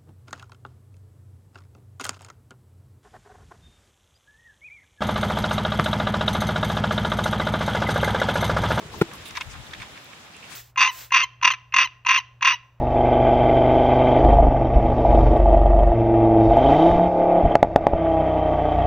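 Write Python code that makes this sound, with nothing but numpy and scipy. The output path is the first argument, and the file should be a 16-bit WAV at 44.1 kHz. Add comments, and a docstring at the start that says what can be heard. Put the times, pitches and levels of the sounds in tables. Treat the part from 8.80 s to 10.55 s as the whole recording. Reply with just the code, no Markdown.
"""Outdoors, close to a pair of hands, over the noise hiss of leaves and distance and a low rumble with a hum.
A short dry hiss and a rattle lead to a hollow knock on the ground: ringing sines over rough grit.
Matches then rattle and scrape in their box (clicks into resonances) among dry hisses (filtered noise) and
ticks (snaps of noise), while wind, lumpy low noise, buffets the left microphone port.
Sparse, soft rattles follow; near the end a longer hiss flares on the left."""
import sys
import numpy as np
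from scipy import signal
from scipy.io import wavfile
from scipy.ndimage import uniform_filter1d

SR = 44100
rng = np.random.default_rng(int(sys.argv[2]) if len(sys.argv) > 2 else 0)


def pcm_store(signal):
    """Save signal as 16-bit PCM."""
    levels = np.round(np.clip(np.atleast_2d(signal), -1, 1) * 32767)
    wavfile.write(sys.argv[1], SR, levels.astype(np.int16).T)


N = 77175


def amp(db):
    """dB to gain."""
    return 10 ** (np.asarray(db) / 20)


def unit(x):
    """Scale to rms one."""
    return x / np.sqrt(np.mean(x ** 2) + 1e-20)


def level(rows, outside_db=None):
    """Gain along a (s, dB) curve; outside_db holds before and after it."""
    s, db = np.transpose(rows)
    return amp(np.interp(np.arange(N) / SR, s, db, outside_db, outside_db))


def at_hz(points, hz):
    """Read a spectrum on a log frequency axis."""
    points_hz, values = np.transpose(points)
    return np.interp(np.log(hz), np.log(points_hz), values)


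def pan(left_minus_right_db):
    """Left and right gains."""
    return amp([[left_minus_right_db / 2], [-left_minus_right_db / 2]])


def shape(start_s, rise_s, hold_s, fall_s):
    """Linear rise, hold, exponential fall."""
    t = np.arange(N) / SR - start_s
    return np.clip(t / rise_s, 0, 1) * np.exp(-np.clip(t - rise_s - hold_s, 0, None) / fall_s)


def drift(rate_hz):
    """Slow random wander of about rms one, computed every 40 samples."""
    r = np.exp(-2 * np.pi * rate_hz * 40 / SR)
    white = rng.standard_normal(N // 40 + 2002)
    slow = signal.lfilter([1], [1, -2 * r, r * r], white)[2000:]  # skip the settling
    return np.interp(np.arange(N) / 40, np.arange(len(slow)), unit(slow - slow.mean()))


def resonance(x, hz, width_hz):
    """Two-pole resonator, peak gain one."""
    r = np.exp(-np.pi * width_hz / SR)
    gain = (1 - r * r) / 2
    return signal.lfilter([gain, 0, -gain], [1, -2 * r * np.cos(2 * np.pi * hz / SR), r * r], x)


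def double_resonance(x, hz, width_hz, second_width_hz):
    """Two resonators in series on one frequency."""
    return resonance(resonance(x, hz, width_hz), hz, second_width_hz)


def butter(x, order, hz, kind):
    """Butterworth filter."""
    return signal.sosfilt(signal.butter(order, hz, kind, fs=SR, output="sos"), x)


def bands(spectrum, patchy_db, likeness):
    """Half-octave bands of stereo noise, each with its own level, flicker and left-right likeness; rms one."""
    lowest_hz, highest_hz = spectrum[0][0], spectrum[-1][0]
    edges_hz = lowest_hz * 2 ** np.arange(-.5, np.log2(highest_hz / lowest_hz) + .5, .5)
    white = rng.standard_normal((2, 2, N))  # neighbouring bands use separate noise
    out = 0
    for k, (low_hz, high_hz) in enumerate(zip(edges_hz, edges_hz[1:])):
        mid, side = butter(white[k % 2], 2, [low_hz, min(high_hz, SR * .45)], "band")
        hz = np.sqrt(low_hz * high_hz)
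        alike = np.clip(at_hz(likeness, hz), -1, 1)
        gain = amp(at_hz(spectrum, hz) + patchy_db * drift(20.0))
        out = out + gain * (np.sqrt(1 + alike) * mid + np.sqrt(1 - alike) * side * [[1], [-1]])
    return unit(out)


# Air spectrum. Each row: frequency in Hz, relative density in dB per Hz.
AIR_SPECTRUM = [(30, -31), (55, -13.5), (110, -6), (235, -6), (440, -12), (900, -7.5), (2000, -9),
                (3400, -10.5), (4400, -16.5), (6500, -18.5), (9000, -25.5), (11500, -29), (15500, -32.5)]
# Air level before its trim. Each row: time in seconds, level in dB.
AIR_LEVEL_CURVE = [(0.0, -46), (0.37, -44.5), (0.73, -45.5), (1.028, -45), (1.276, -47), (1.55, -48),
                   (1.75, -45)]
# Left-right likeness of the air. Each row: frequency in Hz, correlation from -1 to 1.
AIR_LIKENESS = [(60, 0.96), (180, 0.82), (550, 0.6), (1650, 0.072), (4970, -0.035), (15000, -0.2)]
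AIR_TRIM_DB = 1.5


def air():
    """Leaves and distance: broadband noise, alike left and right only at low frequencies."""
    noise = bands(AIR_SPECTRUM, patchy_db=1.0, likeness=AIR_LIKENESS)
    return amp(AIR_TRIM_DB) * level(AIR_LEVEL_CURVE) * noise


# Rumble spectrum. Each row: frequency in Hz, relative density in dB per Hz.
RUMBLE_SPECTRUM = [(29, -29), (50, -3), (81, 1.5), (300, -9), (480, -6.5), (531, -8.5), (716, -23),
                   (899, -20), (1500, -22), (1950, -27), (3300, -120)]
# Rumble level. Each row: time in seconds, level of the noise in dB.
RUMBLE_LEVEL_CURVE = [(0, -44), (.06, -45.5), (.13, -39), (.19, -40), (.26, -44.5), (.33, -45), (.44, -50),
                      (.47, -57.5), (1.75, -71.5)]
HUM_HZ, HUM_WIDTH_HZ, HUM_RE_NOISE_DB = 82, 2.9, -7.5


def rumble():
    """Low, nearly centred noise, plus a hum that wavers as noise through a narrow resonance does."""
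    hum = unit(resonance(rng.standard_normal(N), HUM_HZ, HUM_WIDTH_HZ))
    noise = bands(RUMBLE_SPECTRUM, patchy_db=3.5, likeness=[(40, 1.0), (1500, 0.81)])
    return level(RUMBLE_LEVEL_CURVE) * pan(1.3) * (noise + amp(HUM_RE_NOISE_DB) * hum)


# Wind gusts before the port gains. Each row: time in seconds, level in dB.
WIND_LEVEL_CURVE = [(0.5, -51), (0.52, -43.5), (0.55, -73), (0.582, -51), (0.604, -56), (0.646, -58),
                    (0.67, -36.5), (0.688, -37.5), (0.708, -47), (0.804, -38.5), (0.874, -64), (0.896, -41),
                    (0.948, -58.5), (1.004, -38.5), (1.034, -60), (1.132, -55), (1.156, -91), (1.2, -75)]
WIND_HZ, WIND_WIDTH_HZ = 65, 32
WIND_LEFT_DB, WIND_RIGHT_DB = 5, -12.5


def wind():
    """Wind on the ports, mostly the left: lumpy low noise, its swells partly evened out."""
    lumps = unit(double_resonance(rng.standard_normal(N), WIND_HZ, WIND_WIDTH_HZ, 2 * WIND_WIDTH_HZ))
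    power = uniform_filter1d(lumps ** 2, size=1200)
    lumps = lumps / np.sqrt(power + 0.26)
    return level(WIND_LEVEL_CURVE, outside_db=-105) * lumps * amp([[WIND_LEFT_DB], [WIND_RIGHT_DB]])


# Tiny ticks. Each row: start in seconds, level in dB, centre in Hz, width in Hz, left minus right in dB.
TICK_ROWS = [(0.2185, -37.5, 4830, 7000, 11), (.219, -37.5, 11600, 6000, -3), (0.3352, -41, 6730, 8000, 8),
             (0.509, -49, 7000, 5000, 8), (1.243, -58, 14300, 2500, -18), (1.2563, -46.5, 3980, 2000, 6),
             (1.566, -50, 7700, 4040, 13)]
TICK_S = 0.0018


def ticks():
    """Millisecond snaps of noise, each in one broad resonance."""
    noise = rng.choice([-1., 1.], N)
    out = 0
    for s, db, hz, width_hz, side_db in TICK_ROWS:
        snap = unit(double_resonance(noise, hz, width_hz, width_hz))
        out = out + amp(db) * pan(side_db) * snap * shape(s, TICK_S / 4, TICK_S / 2, TICK_S)
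    return out


# Hiss bursts. Each row: start in seconds, rise in seconds, hold in seconds, fall time constant in seconds,
# level in dB before the band filter, lower edge in Hz, upper edge in Hz, left minus right in dB.
HISS_ROWS = [(0.11, 0.023, 0.092, 0.0036, -44, 3400, 15400, 5.5),
             (0.331, 0.0022, 0.031, 0.011, -44.5, 7000, 15000, -3),
             (0.4535, .0004, 0.029, 0.023, -36, 9400, 18000, -4),
             (0.552, .003, 0.032, 0.0045, -46, 6000, 16000, -8),
             (0.604, 0.0023, 0.026, .003, -42.5, 6000, 18000, -5),
             (0.687, 0.04, 0.0087, 0.0078, -38, 4800, 9800, 1),
             (1.005, 0.013, 0.012, 0.0075, -46.5, 5000, 16000, -5),
             (1.685, 0.033, 0.024, .01, -39.5, 5900, 18100, 12.5)]
# Hiss spectrum. Each row: frequency in Hz, relative density in dB per Hz.
HISS_SPECTRUM = [(1760, -29), (3000, 3), (4450, -8.5), (4800, -9.5), (7580, -11.5), (9520, -10.5),
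                 (10300, -21), (15700, -16)]


def hisses():
    """Dry friction: bright noise, each burst between edges of its own."""
    noise = bands(HISS_SPECTRUM, patchy_db=-4.0, likeness=[(3000, 0.28), (15000, 0.18)])
    out = 0
    for s, rise_s, hold_s, fall_s, db, low_hz, top_hz, side_db in HISS_ROWS:
        burst = butter(noise, 2, [low_hz, min(top_hz, SR * .45)], "band")
        out = out + amp(db) * pan(side_db) * shape(s, rise_s, hold_s, fall_s) * burst
    return out


# Modes of the knocked object. Each row: strike in seconds, frequency in Hz, level in dB before panning,
# t60 in seconds once free.
KNOCK_MODES = [(.2142, 171, -13, .022), (.2149, 400, -9, .01), (.2146, 335, -23, .1),
               (.2135, 872, -25, .03), (.2135, 1020, -29, .03), (.214, 765, -30, .03),
               (.214, 1840, -30, .015), (.2132, 1400, -19, .012)]
KNOCK_SWELL_S, KNOCK_END_S, KNOCK_PAN_DB, KNOCK_RIGHT_LAG_S = .0006, .2208, 2, 0.00013
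KNOCK_LOW_HZ = 75  # the knock is kept above this
GRIT_START_S, GRIT_RISE_S, GRIT_DB, GRIT_HZ, GRIT_FALL_S = 0.2102, 0.0024, -27.5, 2000, 0.0044


def knock():
    """Modes swell, hold while the contact lasts, then ring free; grit roughens them; the right wave lags."""
    t = np.arange(N) / SR - np.array([[0], [KNOCK_RIGHT_LAG_S]])
    ring = 0
    for s, hz, db, t60_s in KNOCK_MODES:
        envelope = shape(s, KNOCK_SWELL_S, KNOCK_END_S - s - KNOCK_SWELL_S, t60_s / np.log(1000))
        ring = ring + amp(db) * np.sin(2 * np.pi * hz * (t - s)) * envelope
    grit = unit(double_resonance(rng.choice([-1., 1.], N), GRIT_HZ, 0.38 * GRIT_HZ, 3.0 * GRIT_HZ))
    grit = np.stack([grit, np.roll(grit, int(KNOCK_RIGHT_LAG_S * SR))])
    grit_envelope = shape(GRIT_START_S, GRIT_RISE_S, KNOCK_END_S - GRIT_START_S - .004, GRIT_FALL_S)
    both = ring + amp(GRIT_DB) * grit * grit_envelope
    return butter(both, 2, KNOCK_LOW_HZ, "high") * pan(KNOCK_PAN_DB)


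# Matchbox modes. Each row: frequency in Hz, width in Hz, relative gain in dB.
BOX_MODES = [(890, 180, 0.5), (1049, 237, 6), (1365, 540, -1), (1750, 265, -0.5), (2254, 293, -2),
             (2697, 240, -4), (3270, 350, -8), (3690, 210, -3.5), (4380, 540, -8.5), (5120, 210, -5.5),
             (5920, 910, -5.5), (7760, 2600, -35), (10500, 3000, -25)]
# Rattles and scrapes. Each row: start in seconds, length in seconds, drive level in dB, favoured frequency
# in Hz, spread in octaves, left minus right in dB.
RATTLE_ROWS = [(0.138, 0.013, -31, 880, 0.14, 4.5), (0.3135, 0.0047, -38.5, 1080, 1.14, 2),
               (0.327, 0.024, -43, 1300, 0.41, -1), (0.4555, 0.012, -37, 3300, 0.49, -1.5),
               (0.47, 0.038, -40.5, 3180, 0.45, -2), (0.508, 0.0024, -43, 2980, 1.4, 2),
               (0.5519, 0.015, -35.5, 2740, 0.87, -1), (0.561, 0.0063, -35, 2000, 0.47, -1),
               (0.569, 0.007, -28.5, 3600, 0.66, 3), (.572, 0.004, -28, 1040, 0.1, 4),
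               (0.573, .003, -25, 2170, 0.32, -5), (0.579, 0.0097, -39, 1540, 0.88, 6),
               (0.6041, 0.003, -36.5, 2000, 0.63, 0), (0.6088, 0.0064, -28, 2330, 0.89, -1),
               (0.6158, 0.0017, -24.5, 2600, 0.19, -2), (0.6182, 0.0027, -30, 2520, 0.38, -5),
               (0.738, 0.025, -43, 1600, 0.73, -0.5), (0.865, 0.0043, -43.5, 3380, 0.38, -10),
               (0.91, 0.0029, -39, 3500, 0.4, -4), (0.9326, 0.0072, -30, 1770, 0.25, 1),
               (0.9338, 0.0015, -26.5, 3540, 0.17, -6), (0.9359, 0.0015, -32.5, 3740, 0.47, -1),
               (0.947, 0.005, -37.5, 2350, 0.54, -5), (0.999, 0.019, -41, 2450, 0.79, -2),
               (1.0174, 0.0026, -36, 2000, 0.28, -8), (1.02, 0.0027, -39.5, 2950, 0.73, -6),
               (1.025, 0.0093, -39.5, 1690, 1.2, 4), (1.037, 0.012, -45.5, 2600, 0.59, -8),
               (1.156, 0.026, -45.5, 2210, 0.68, 1), (1.175, 0.0033, -43, 2670, 0.64, -8),
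               (1.332, 0.0046, -43, 2360, 0.63, -9), (1.541, 0.037, -42.5, 2680, 0.21, -6),
               (1.625, 0.042, -40, 2640, 0.19, -6), (1.685, 0.027, -47, 1860, 0.56, 1),
               (1.717, 0.029, -46.5, 2030, 0.57, 14)]
BOX_GAIN_DB, BOX_LIKENESS = 14.5, 0.56
GRAINS_PER_S, GRAIN_SPREAD_DB = 9000, 3.5
RATTLE_RISE_S, RATTLE_FALL_S = 0.0003, 0.0028
RATTLE_SAG_DB = -5  # loss of force from start to end of a rattle
SNAP_DB, SNAP_LONGEST_S = 18, .007  # a rattle shorter than this opens with one hard contact


def box():
    """Dense uneven clicks drive the box modes; each rattle favours the modes near its own pitch."""
    t = np.arange(N) / SR
    struck = rng.random(N) < GRAINS_PER_S / SR
    sizes = unit(struck * amp(GRAIN_SPREAD_DB * np.minimum(rng.exponential(1, N), 3)))
    strokes, snaps = [], []
    for s, length_s, db, _, _, side_db in RATTLE_ROWS:
        sag_db = RATTLE_SAG_DB * np.clip((t - s) / length_s, 0, 1)
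        stroke = amp(db + sag_db) * shape(s, RATTLE_RISE_S, length_s, RATTLE_FALL_S) * pan(side_db)
        contact = (length_s < SNAP_LONGEST_S) * (np.arange(N) == int((s + RATTLE_RISE_S) * SR))
        strokes.append(stroke)
        snaps.append(amp(SNAP_DB) * contact * stroke)
    strokes, snaps = np.array(strokes), np.array(snaps)
    favoured_hz, spread_octaves = np.array(RATTLE_ROWS)[:, 3], np.array(RATTLE_ROWS)[:, 4]
    shared = rng.choice([-1, 1], N)
    out = 0
    for k, (hz, width_hz, db) in enumerate(BOX_MODES):
        weights = np.exp(-.5 * (np.log2(hz / favoured_hz) / spread_octaves) ** 2)
        own = rng.choice([-1, 1], (2, N))
        signs = np.sqrt(BOX_LIKENESS) * shared + np.sqrt(1 - BOX_LIKENESS) * own
        clicks = np.tensordot(weights, strokes, 1) * sizes * signs
        drive = clicks + np.tensordot(weights, snaps, 1) + 1e-18  # offset avoids denormals
        mode = double_resonance(drive, hz, width_hz, 4.9 * width_hz)
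        out = out + (-1) ** k * amp(db + BOX_GAIN_DB) * mode  # neighbours in opposite polarity
    return out


def scene():
    """Hands close by, air all round."""
    return knock() + box() + hisses() + ticks() + air() + rumble() + wind()


LOW_CUT_HZ, TOP_CUT_HZ = 23, 15800


def record(dry):
    """The deepest bass rolls off, the top is cut steeply."""
    dry = butter(dry, 4, LOW_CUT_HZ, "high")
    return signal.sosfilt(signal.ellip(12, .5, 75, TOP_CUT_HZ, fs=SR, output="sos"), dry)


dry = scene()
out = record(dry)
pcm_store(out)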